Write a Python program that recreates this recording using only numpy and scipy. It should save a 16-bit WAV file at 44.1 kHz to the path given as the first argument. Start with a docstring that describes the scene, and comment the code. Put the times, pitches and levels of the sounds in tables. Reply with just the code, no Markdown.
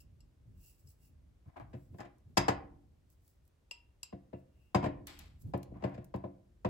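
"""Fingers rub faintly on a copper tube over the low rumble of arms leaning on a wooden table.
A battery with magnets scrapes across the wood, the magnets snap against metal, and knocks make the
top boom and clack. Tried in the mouth of the hand-held tube, the metal clinks briefly; fingernails
and wire tick. A small room, heard close up through the two microphone ports of a camera."""
import sys
import numpy as np
from scipy import signal
from scipy.fft import rfft, irfft, next_fast_len
from scipy.io import wavfile
from scipy.ndimage import map_coordinates

SR = 44100
rng = np.random.default_rng(int(sys.argv[2]) if len(sys.argv) > 2 else 0)


def waveform_to_disk(signal):
    """Save audio, clipped to [-1, 1], as 16-bit WAV at the path in sys.argv[1]."""
    frames = np.transpose(np.atleast_2d(signal))
    scaled = np.clip(frames, -1, 1) * 32767
    samples = np.round(scaled).astype(np.int16)
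    wavfile.write(sys.argv[1], SR, samples)


N = 295029

# blows on the table: start_s, level_db, then relative to that level: boom_db, rap_db, clack_db
BLOWS = [(1.733, -49, 3.5, -21.5, -12.5), (1.741, -48.5, 6, -11.5, -14.5), (1.943, -53, -2, -12.5, -20),
         (1.985, -54.5, 2.5, -1, -5.5), (2.003, -50.5, -0.5, -14, -2), (2.051, -48.5, -7.5, -25, -11),
         (2.371, -22, -8, 1, -3), (2.483, -23.5, -8, 3.5, -5.5), (4.127, -41, -3, -16.5, -21),
         (4.331, -40, -4, -11, -21), (4.747, -22.5, -3.5, -1, -9), (4.828, -36.5, 2.5, 2, -12),
         (4.841, -30, -10, -2.5, -12), (4.859, -28, -7.5, -9, -16), (5.537, -29, -4, -5.5, -18),
         (5.716, -49.5, 3, -25.5, -30), (5.757, -50.5, 0.5, -8, -29), (5.824, -43, -2, -6, -14),
         (5.839, -27.5, -6, -6, -16), (5.945, -50, -0.5, -22, -9), (5.978, -45.5, 3.5, -24, -14.5),
         (6.141, -34, -2.5, -3.5, -17.5), (6.24, -34.5, -7, -10.5, -27), (6.648, -26, -5.5, -6.5, -16)]
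# wall modes of the copper tube: pitch_hz, level_db, free_t60_s
TUBE_MODES = [(954, -21.5, 0.4), (2633, -0.5, 0.032), (2760, 5.5, 0.074), (2720, -29, 0.23),
              (4630, -20, 0.083), (5060, 4.5, 0.059), (5100, -16, 0.25), (5440, -5, 0.16), (7450, 2, 0.1),
              (7834, -5.5, 0.13), (10400, -39, 0.072), (10700, -26, 0.4), (14350, -33, 0.094)]
# spectrum of the midrange clack of a hard contact: frequency_hz, level_db
CLACK_SPECTRUM = [(700, -46), (1250, -2), (1450, 2.5), (1700, 2.5), (2050, 0.5), (2650, -4.5), (3300, -10),
                  (4500, -15), (8000, -49)]
# spectrum of the bright edge of a metal contact: frequency_hz, level_db
EDGE_SPECTRUM = [(2500, -30), (3400, -8), (4300, -13), (4800, -4), (5050, 1), (5700, -14), (6400, -7),
                 (7700, -6), (8800, -24), (11300, -16), (12800, -32), (15000, -25), (16000, -38)]


def amp(db):
    """Gain of a level in dB."""
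    return 10 ** (np.asarray(db) / 20)


def unit(x):
    """x at rms 1."""
    return x / np.sqrt(np.mean(x ** 2) + 1e-20)


def along(points, hz):
    """(frequency_hz, value) points read on a log axis."""
    knots_hz, values = np.transpose(points)
    return np.interp(np.log(hz + 1), np.log(knots_hz + 1), values)


def wobble(rate):
    """A smooth random curve, rate knots a second."""
    knots = rng.standard_normal(int(N * rate / SR) + 4)
    return map_coordinates(knots, [np.arange(N) * rate / SR])


def filtered(x, response):
    """x through a complex response of frequency."""
    size = x.shape[-1]
    padded = next_fast_len(size + SR // 8)
    return irfft(rfft(x, padded) * response(np.fft.rfftfreq(padded, 1 / SR)), padded)[..., :size]


def noise(spectrum, size, likeness=None):
    """Coloured stereo noise of rms 1; left and right are as alike as for near sound unless given."""
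    # likeness of near sound at the two ports: frequency_hz, correlation
    near_likeness = [(120, 0.94), (300, 0.28), (700, 0.14), (2000, 0.048), (6000, 0.28), (12000, .5)]
    hz = np.fft.rfftfreq(size, 1 / SR)
    angle = np.arccos(np.clip(along(likeness or near_likeness, hz), -1, 1)) / 2
    coloured = rfft(rng.standard_normal((2, size))) * amp(along(spectrum, hz))
    mid, side = irfft(coloured * [np.cos(angle), np.sin(angle)], size)
    return unit(np.array([mid + side, mid - side]))


def age():
    """Seconds since a contact."""
    return np.arange(SR // 3) / SR


def fade(t, t60, rise):
    """Envelope of a contact: a quick rise, then a steady fall in dB."""
    t = np.maximum(t, 0)
    return np.exp(-np.log(1000) * t / t60) * (1 - np.exp(-t / rise))


def stroke(start_s, hold_s, attack_s, release_s):
    """Envelope that rises, holds and dies away."""
    t = np.maximum(np.arange(N) / SR - start_s, 0)
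    return (1 - np.exp(-t / attack_s)) * np.exp(-np.maximum(t - hold_s, 0) / release_s)


def swell(peak_s, half_s):
    """Envelope of pressure that grows towards a peak and eases off as it came."""
    nearness = np.exp(-np.abs(np.arange(N) / SR - peak_s) / half_s)
    return 2 * nearness / (1 + nearness ** 2)


def grain(rate, spread_db, life_s):
    """Grainy envelope of rms 1: tiny pulses of uneven size, rate a second."""
    pulses = (rng.random(N) < rate / SR) * amp(spread_db * rng.standard_normal(N))
    power = signal.fftconvolve(pulses ** 2, np.exp(-age() / life_s))[:N]
    return unit(np.sqrt(np.abs(power)))


def burst(spectrum, t60, rise):
    """Many close modes struck together and dying fast."""
    t = age()
    return noise(spectrum, len(t)) * fade(t, t60, rise)


def ring(modes, colour, travel_s=0):
    """Struck modes at new strengths; with travel_s the slow, low bending waves arrive later."""
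    hz, db, t60 = np.transpose(modes)[:, :, None]
    delay = travel_s * np.maximum(np.sqrt(600 / hz) - 1, 0)
    scatter_db = 1.5 * rng.standard_normal(hz.shape)
    polarity = (-1) ** np.arange(len(hz))[:, None]
    gain = polarity * amp(db + along(colour, hz) + scatter_db)
    t = age() - delay
    return np.sum(gain * np.sin(2 * np.pi * hz * t) * fade(t, t60, rise=0.5 / hz), axis=0)


def add(track, start_s, sound):
    """Mix a sound into the track."""
    start = max(round(start_s * SR), 0)
    part = sound[..., :N - start]
    track[:, start:start + part.shape[-1]] += part


def room_tone():
    """The faint, steady noise of the room, mostly bass."""
    # noise floor: frequency_hz, level_db
    floor_spectrum = [(20, -27), (32, -7.5), (48, -1), (74, -0.5), (180, -18), (344, -18.5), (911, -29.5),
                      (3000, -37), (7500, -42), (11000, -45.5), (16000, -49)]
    return amp(-70) * noise(floor_spectrum, N)


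def reverb(x):
    """The diffuse answer of the small room; treble dies first."""
    # likeness of the reflections at the two ports: frequency_hz, correlation
    likeness = [(100, 1), (250, 1), (600, -0.12), (2500, 0.47), (5500, 0.42), (12000, -0.59)]
    # reverberation time: frequency_hz, t60_s
    decay_times = [(100, 1), (400, .6), (1500, 0.38), (4000, 0.28), (8000, 0.15), (15000, 0.11)]
    # strength of the reflections: frequency_hz, level_db
    colour = [(80, -18), (250, -10.5), (700, -11), (2000, -5), (5500, -10), (12000, -8.5)]
    white = noise([(20, 0), (20000, 0)], SR, likeness)
    hz, t, bands = signal.stft(white, SR, nperseg=256)
    t60 = along(decay_times, hz)[:, None]
    energy = SR * t60 / (2 * np.log(1000))
    gain = amp(along(colour, hz))[:, None] / np.sqrt(energy)
    _, tail = signal.istft(bands * fade(t, t60, rise=0.002) * gain, SR, nperseg=256)
    return signal.fftconvolve(x[:1], tail, axes=1)[:, :N]


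def table_rumble():
    """Arms lean and hands push on the table, and blows leave it shuddering."""
    # hands pushing on the top: peak_s, level_db, width_s
    pushes = [(0.157, -62.5, .06), (0.491, -55, 0.03), (0.87, -57, .035), (1.482, -49, .015),
              (1.625, -50.5, .03), (1.937, -46, .028), (2.306, -51, .04), (5.483, -40.5, 0.04)]
    # forearms leaning on it: peak_s, half_length_s, level_db
    leans = [(0.196, 0.24, -62), (0.58, 0.074, -60.5), (1.146, 0.28, -66), (1.705, 0.088, -57.5),
             (5.26, 0.17, -56.5), (5.651, 0.12, -54)]
    # rumble of the table: frequency_hz, level_db
    rumble_spectrum = [(15, -27), (25, -11), (53, -1), (73, -3.5), (107, -9), (141, -13.5), (210, -20.5),
                       (348, -25.5), (382, -33.5), (532, -40.5), (600, -34.5), (780, -75.5), (1320, -120)]
    push_spectrum = [(45, -33.5), (90, 3.5), (130, -1.5), (220, -16.5), (500, -33), (1500, -62.5)]
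    rest_db, uneven_db, shudder_db = -70, 3.5, -27
    t = np.arange(N) / SR
    pushing = sum(amp(db) * np.exp(-((t - s) / width_s) ** 2) for s, db, width_s in pushes)
    leaning = [amp(db) * swell(s, half_s) for s, half_s, db in leans]
    shudders = [amp(db + shudder_db) * stroke(s, 0, attack_s=0.03, release_s=0.21)
                for s, db, *_ in BLOWS]
    strength = np.sqrt(amp(rest_db) ** 2 + sum(part ** 2 for part in leaning + shudders))
    rumble = strength * amp(uneven_db * wobble(rate=13)) * noise(rumble_spectrum, N)
    return rumble + pushing * noise(push_spectrum, N)


def ticks():
    """Fingernails and wire make tiny dry contacts, each a broad band of noise."""
    # light contacts: start_s, relative_db, centre_hz
    touches = [(2.183, -64.5, 7400), (3.101, -55.5, 15000), (3.278, -52.5, 13900), (3.452, -65.5, 11800),
               (3.477, -58.5, 14100), (5.07, -32, 7900), (5.190, -36.5, 6470), (5.42, -50, 14370),
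               (5.576, -48.5, 11300), (5.63, -42.5, 3590), (5.853, -60, 4000), (5.95, -78, 3570),
               (5.978, -80, 3630), (6.044, -46.5, 15300), (6.16, -51, 3930)]
    out = np.zeros((2, N))
    for start_s, db, hz in touches:
        band = [(hz / 10, -24), (hz / 2, -4), (hz, 0), (hz * 2, -3)]
        add(out, start_s, amp(db - 6.5) * burst(band, t60=0.022, rise=0.00053))
    return out


def click_tails():
    """A short, grainy hiss dies away after each of two sharp clicks."""
    # tails of the two clicks: start_s, level_db
    tails = [(5.066, -52), (5.186, -63.5)]
    # hiss of a tail: frequency_hz, level_db
    tail_spectrum = [(300, -4), (700, 0.5), (1500, -3), (3000, -1), (5000, -6), (6400, -14.5), (7800, -7.5),
                     (9500, -23.5), (11300, -15), (16000, -27)]
    level = sum(amp(db) * stroke(s, hold_s=0.012, attack_s=0.0071, release_s=0.063) for s, db in tails)
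    return level * grain(rate=2500, spread_db=2, life_s=0.0033) * noise(tail_spectrum, N)


def tube_wall(hz):
    """Response of the rubbed tube: one narrow resonance for each mode."""
    width_hz = 60
    damping = 1j * hz * width_hz
    return sum(amp(db) * damping / (mode_hz ** 2 - hz ** 2 + damping) for mode_hz, db, _ in TUBE_MODES)


def finger_rubs():
    """Skin hisses on the copper; where it catches, the modes of the tube sing."""
    # strokes along the tube: peak_s, half_length_s, relative_hiss_db, relative_singing_db
    rubs = [(0.01, 0.0094, -67.5, -68), (0.673, 0.037, -66, -67), (0.801, 0.013, -77.5, -98),
            (0.899, 0.02, -69.5, -81), (1.05, 0.025, -73, -74), (1.816, 0.055, -83.5, -110),
            (1.995, 0.015, -77, -110), (3.122, 0.013, -77.5, -105), (3.28, .035, -78.5, -105),
            (3.464, .015, -88, -105), (4.39, 0.016, -87.5, -81.5), (4.636, 0.053, -87.5, -73),
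            (5.419, 0.011, -70.5, -95)]
    # hiss of skin on copper: frequency_hz, level_db
    skin_spectrum = [(1200, -49), (2200, -31), (3600, -18), (5000, -5), (6500, -8), (8000, 0.5),
                     (9200, -22), (11000, 2.5), (13000, -12), (15500, 3)]
    pressure = sum(amp(db) * swell(s, half_s) for s, half_s, db, _ in rubs)
    catch = sum(amp(db) * swell(s, half_s) for s, half_s, _, db in rubs)
    hiss = pressure * grain(rate=2700, spread_db=3, life_s=0.0022) * noise(skin_spectrum, N)
    friction = noise([(1500, -11), (2800, 15), (5000, 0), (8000, -15)], N)
    singing = catch * unit(filtered(friction, tube_wall))
    return amp(6) * hiss + amp(-9.5) * singing


def tube_clinks():
    """Metal touches the tube: a crack, then wall modes that die sooner the tighter it is held."""
    # contacts with the tube: start_s, level_db, treble_db, share of the free ring time left by the grip
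    contacts = [(0.003, -77.5, 8, 1), (0.205, -74, 5, 0.69), (0.873, -90.5, 22, .95),
                (3.711, -43.5, -5, 0.75), (4.031, -47, 6, 0.27), (4.346, -70, -21.5, .9)]
    # crack of metal on copper: frequency_hz, level_db
    crack_spectrum = [(300, -6), (700, -3), (1100, 1), (1800, -9), (2700, 3.5), (3500, -6.5), (4700, 6.5),
                      (6300, -7.5), (7800, 6), (9000, -20), (11000, 0.5), (15000, -20)]
    out = np.zeros((2, N))
    for start_s, db, treble_db, ring_share in contacts:
        colour = [(2800, db), (5000, db + treble_db)]
        crack = burst(crack_spectrum, t60=0.026, rise=0.001)
        crack = filtered(crack, lambda hz: amp(along(colour, hz)))
        held_modes = [(hz, mode_db, t60 * ring_share) for hz, mode_db, t60 in TUBE_MODES]
        add(out, start_s, ring(held_modes, colour) + 2 * crack)
    return out


def battery_drags():
    """Metal breaks loose at once, catches and slips on the grain of the wood, and coasts to a stop."""
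    # pulls across the top: start_s, length_s, level_db
    pulls = [(1.454, 0.09, -69), (1.559, 0.042, -47.5), (1.73, 0.0086, -53), (1.993, 0.011, -42.5),
             (2.043, 0.023, -59), (5.733, 0.14, -64), (5.872, 0.062, -56.5), (5.993, 0.046, -65)]
    # metal scraping on wood: frequency_hz, level_db
    scrape_spectrum = [(180, -23), (300, 4), (460, -17.5), (700, 5), (900, -6), (1050, -3), (1250, -12),
                       (2200, -17), (3000, -26), (4000, -36.5), (7000, -64), (12000, -83)]
    pressure = sum(amp(db) * stroke(s, length_s, attack_s=0.004, release_s=0.02)
                   for s, length_s, db in pulls)
    return pressure * grain(rate=500, spread_db=3, life_s=0.003) * noise(scrape_spectrum, N)


def magnet_snaps():
    """Magnets jump the last bit and hit with a hard crack and a very short ring."""
    # magnets hitting metal: start_s, level_db
    snaps = [(2.3755, -24), (2.3801, -28), (4.7486, -39.5)]
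    # modes of magnets pressed face to face: pitch_hz, level_db, t60_s
    magnet_modes = [(1790, -3.5, .05), (2670, -4, .03), (3205, -3.5, .05), (4950, 2, .04), (5120, -1, .035),
                    (6380, -4, .04), (7280, -9, .03), (7760, -4, 0.053), (9500, -12, .04),
                    (11400, -15.5, 0.036), (14950, -18.5, .05)]
    out = np.zeros((2, N))
    for start_s, db in snaps:
        edge = amp(-1.5) * burst(EDGE_SPECTRUM, t60=0.027, rise=0.00034)
        clack = amp(-10.5) * burst(CLACK_SPECTRUM, t60=0.04, rise=0.00051)
        ping = amp(-6.5) * ring(magnet_modes, [(1800, -1.2), (5000, 0.85)])
        add(out, start_s, amp(db) * (edge + clack + ping))
    return out


def table_dip(hz, delay_s):
    """The whole top dips once and springs back, a moment after the blow."""
    phase_squared = (np.pi * hz * (age() - delay_s)) ** 2
    return (1 - 2 * phase_squared) * np.exp(-phase_squared)


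def table_knocks():
    """Each blow rings the table top; the harder the contact, the more clack and metal edge it has."""
    # modes of the top: pitch_hz, level_db, t60_s
    top_modes = [(70.6, -13.5, 0.033), (91, -2.5, 0.25), (120.3, 6, 0.17), (137.3, -0.5, 0.44),
                 (193, 5, 0.23), (245, -6.5, 0.013), (285.45, 0.5, 0.38), (320, -17, 0.7), (353, 5, 0.27),
                 (427, -0.5, .12), (457, -6.5, 0.12), (524, 3, 0.18), (623.7, 4, 0.14), (690.5, 2, .22),
                 (710, -8, 0.14), (885, -7.5, 0.012), (948, -9, 0.19), (1036.7, -1.5, 0.058),
                 (974, -13, .1)]
    # dull body of the wood: frequency_hz, level_db
    wood_spectrum = [(100, -28), (250, -5), (450, -4), (640, 0), (740, -11), (900, -25.5), (2000, -63)]
    # hollow rap of the wood: frequency_hz, level_db
    rap_spectrum = [(450, -41), (680, -5), (780, 4), (860, -3.5), (960, -3), (1030, 2.5), (1130, -8),
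                    (1400, -24.5), (3000, -56.5)]
    # modes of the battery and its magnets rattling on the top: pitch_hz, level_db, t60_s
    battery_modes = [(1252, -8, .18), (1331, -9, .16), (1739, -1, .1), (1884, -7, .1), (2640, -2, .08),
                     (2900, -6, .1), (3828, -11, .2), (4960, 2, .06), (5131, -7, .25), (6330, -7, .12),
                     (6922, -13, .15), (7700, -6, .1), (11400, -16, .1)]
    out = np.zeros((2, N))
    for start_s, db, boom_db, rap_db, clack_db in BLOWS:
        edge_db = -4.5 + 1.75 * clack_db  # hardness brings out the edge faster than the clack
        top_colour = [(230, boom_db), (420, -6.5), (680, -8), (900, rap_db)]
        top = amp(-6) * ring(top_modes, top_colour, travel_s=0.0054)
        thud = amp(boom_db + 5) * table_dip(hz=159, delay_s=0.015)
        wood = amp(-3.5) * burst(wood_spectrum, t60=0.11, rise=0.0023)
        rap = amp(rap_db - 1) * burst(rap_spectrum, t60=0.094, rise=0.0015)
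        clack = amp(clack_db - 0.5) * burst(CLACK_SPECTRUM, t60=0.091, rise=0.0011)
        edge = amp(edge_db) * burst(EDGE_SPECTRUM, t60=0.079, rise=0.00048)
        metal = amp(-15) * ring(battery_modes, [(3000, clack_db), (4800, edge_db)])
        add(out, start_s - 0.001, amp(db) * (top + thud + wood + rap + clack + edge + metal))
    return out


def microphone_ports(hz):
    """Left and right response: near sound reaches the two ports with different level and phase."""
    # left over right: frequency_hz, balance_db
    balance = [(150, 0.5), (300, 1), (700, 4.5), (2200, 2.5), (5500, 5), (11000, -2.5)]
    # left ahead of right: frequency_hz, phase_rad
    lead = [(100, 0), (300, 0.75), (700, 1.64), (2800, 1.09), (5500, -2.5), (8000, 12.5), (12000, -1.5)]
    left = amp(along(balance, hz) / 2) * np.exp(0.5j * along(lead, hz))
    return np.array([left, 1 / left])


def scene():
    """Handling close to the microphone, with the room and the table's rumble behind it."""
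    on_table = table_knocks() + magnet_snaps() + battery_drags()
    in_hand = tube_clinks() + ticks() + finger_rubs() + click_tails()
    floor = room_tone()
    direct = filtered(on_table + in_hand, microphone_ports)
    reflected = reverb(on_table + amp(1) * in_hand)
    return direct + reflected + table_rumble() + floor


def record(dry):
    """The camera drops the deepest rumble and keeps nothing above its band limit."""
    low_cut_hz, top_hz = 34.4, 16000
    dry = signal.sosfilt(signal.butter(2, low_cut_hz, "high", fs=SR, output="sos"), dry)
    return filtered(dry, lambda hz: 1 / (1 + (hz / top_hz) ** 120))


dry = scene()
out = record(dry)
waveform_to_disk(out)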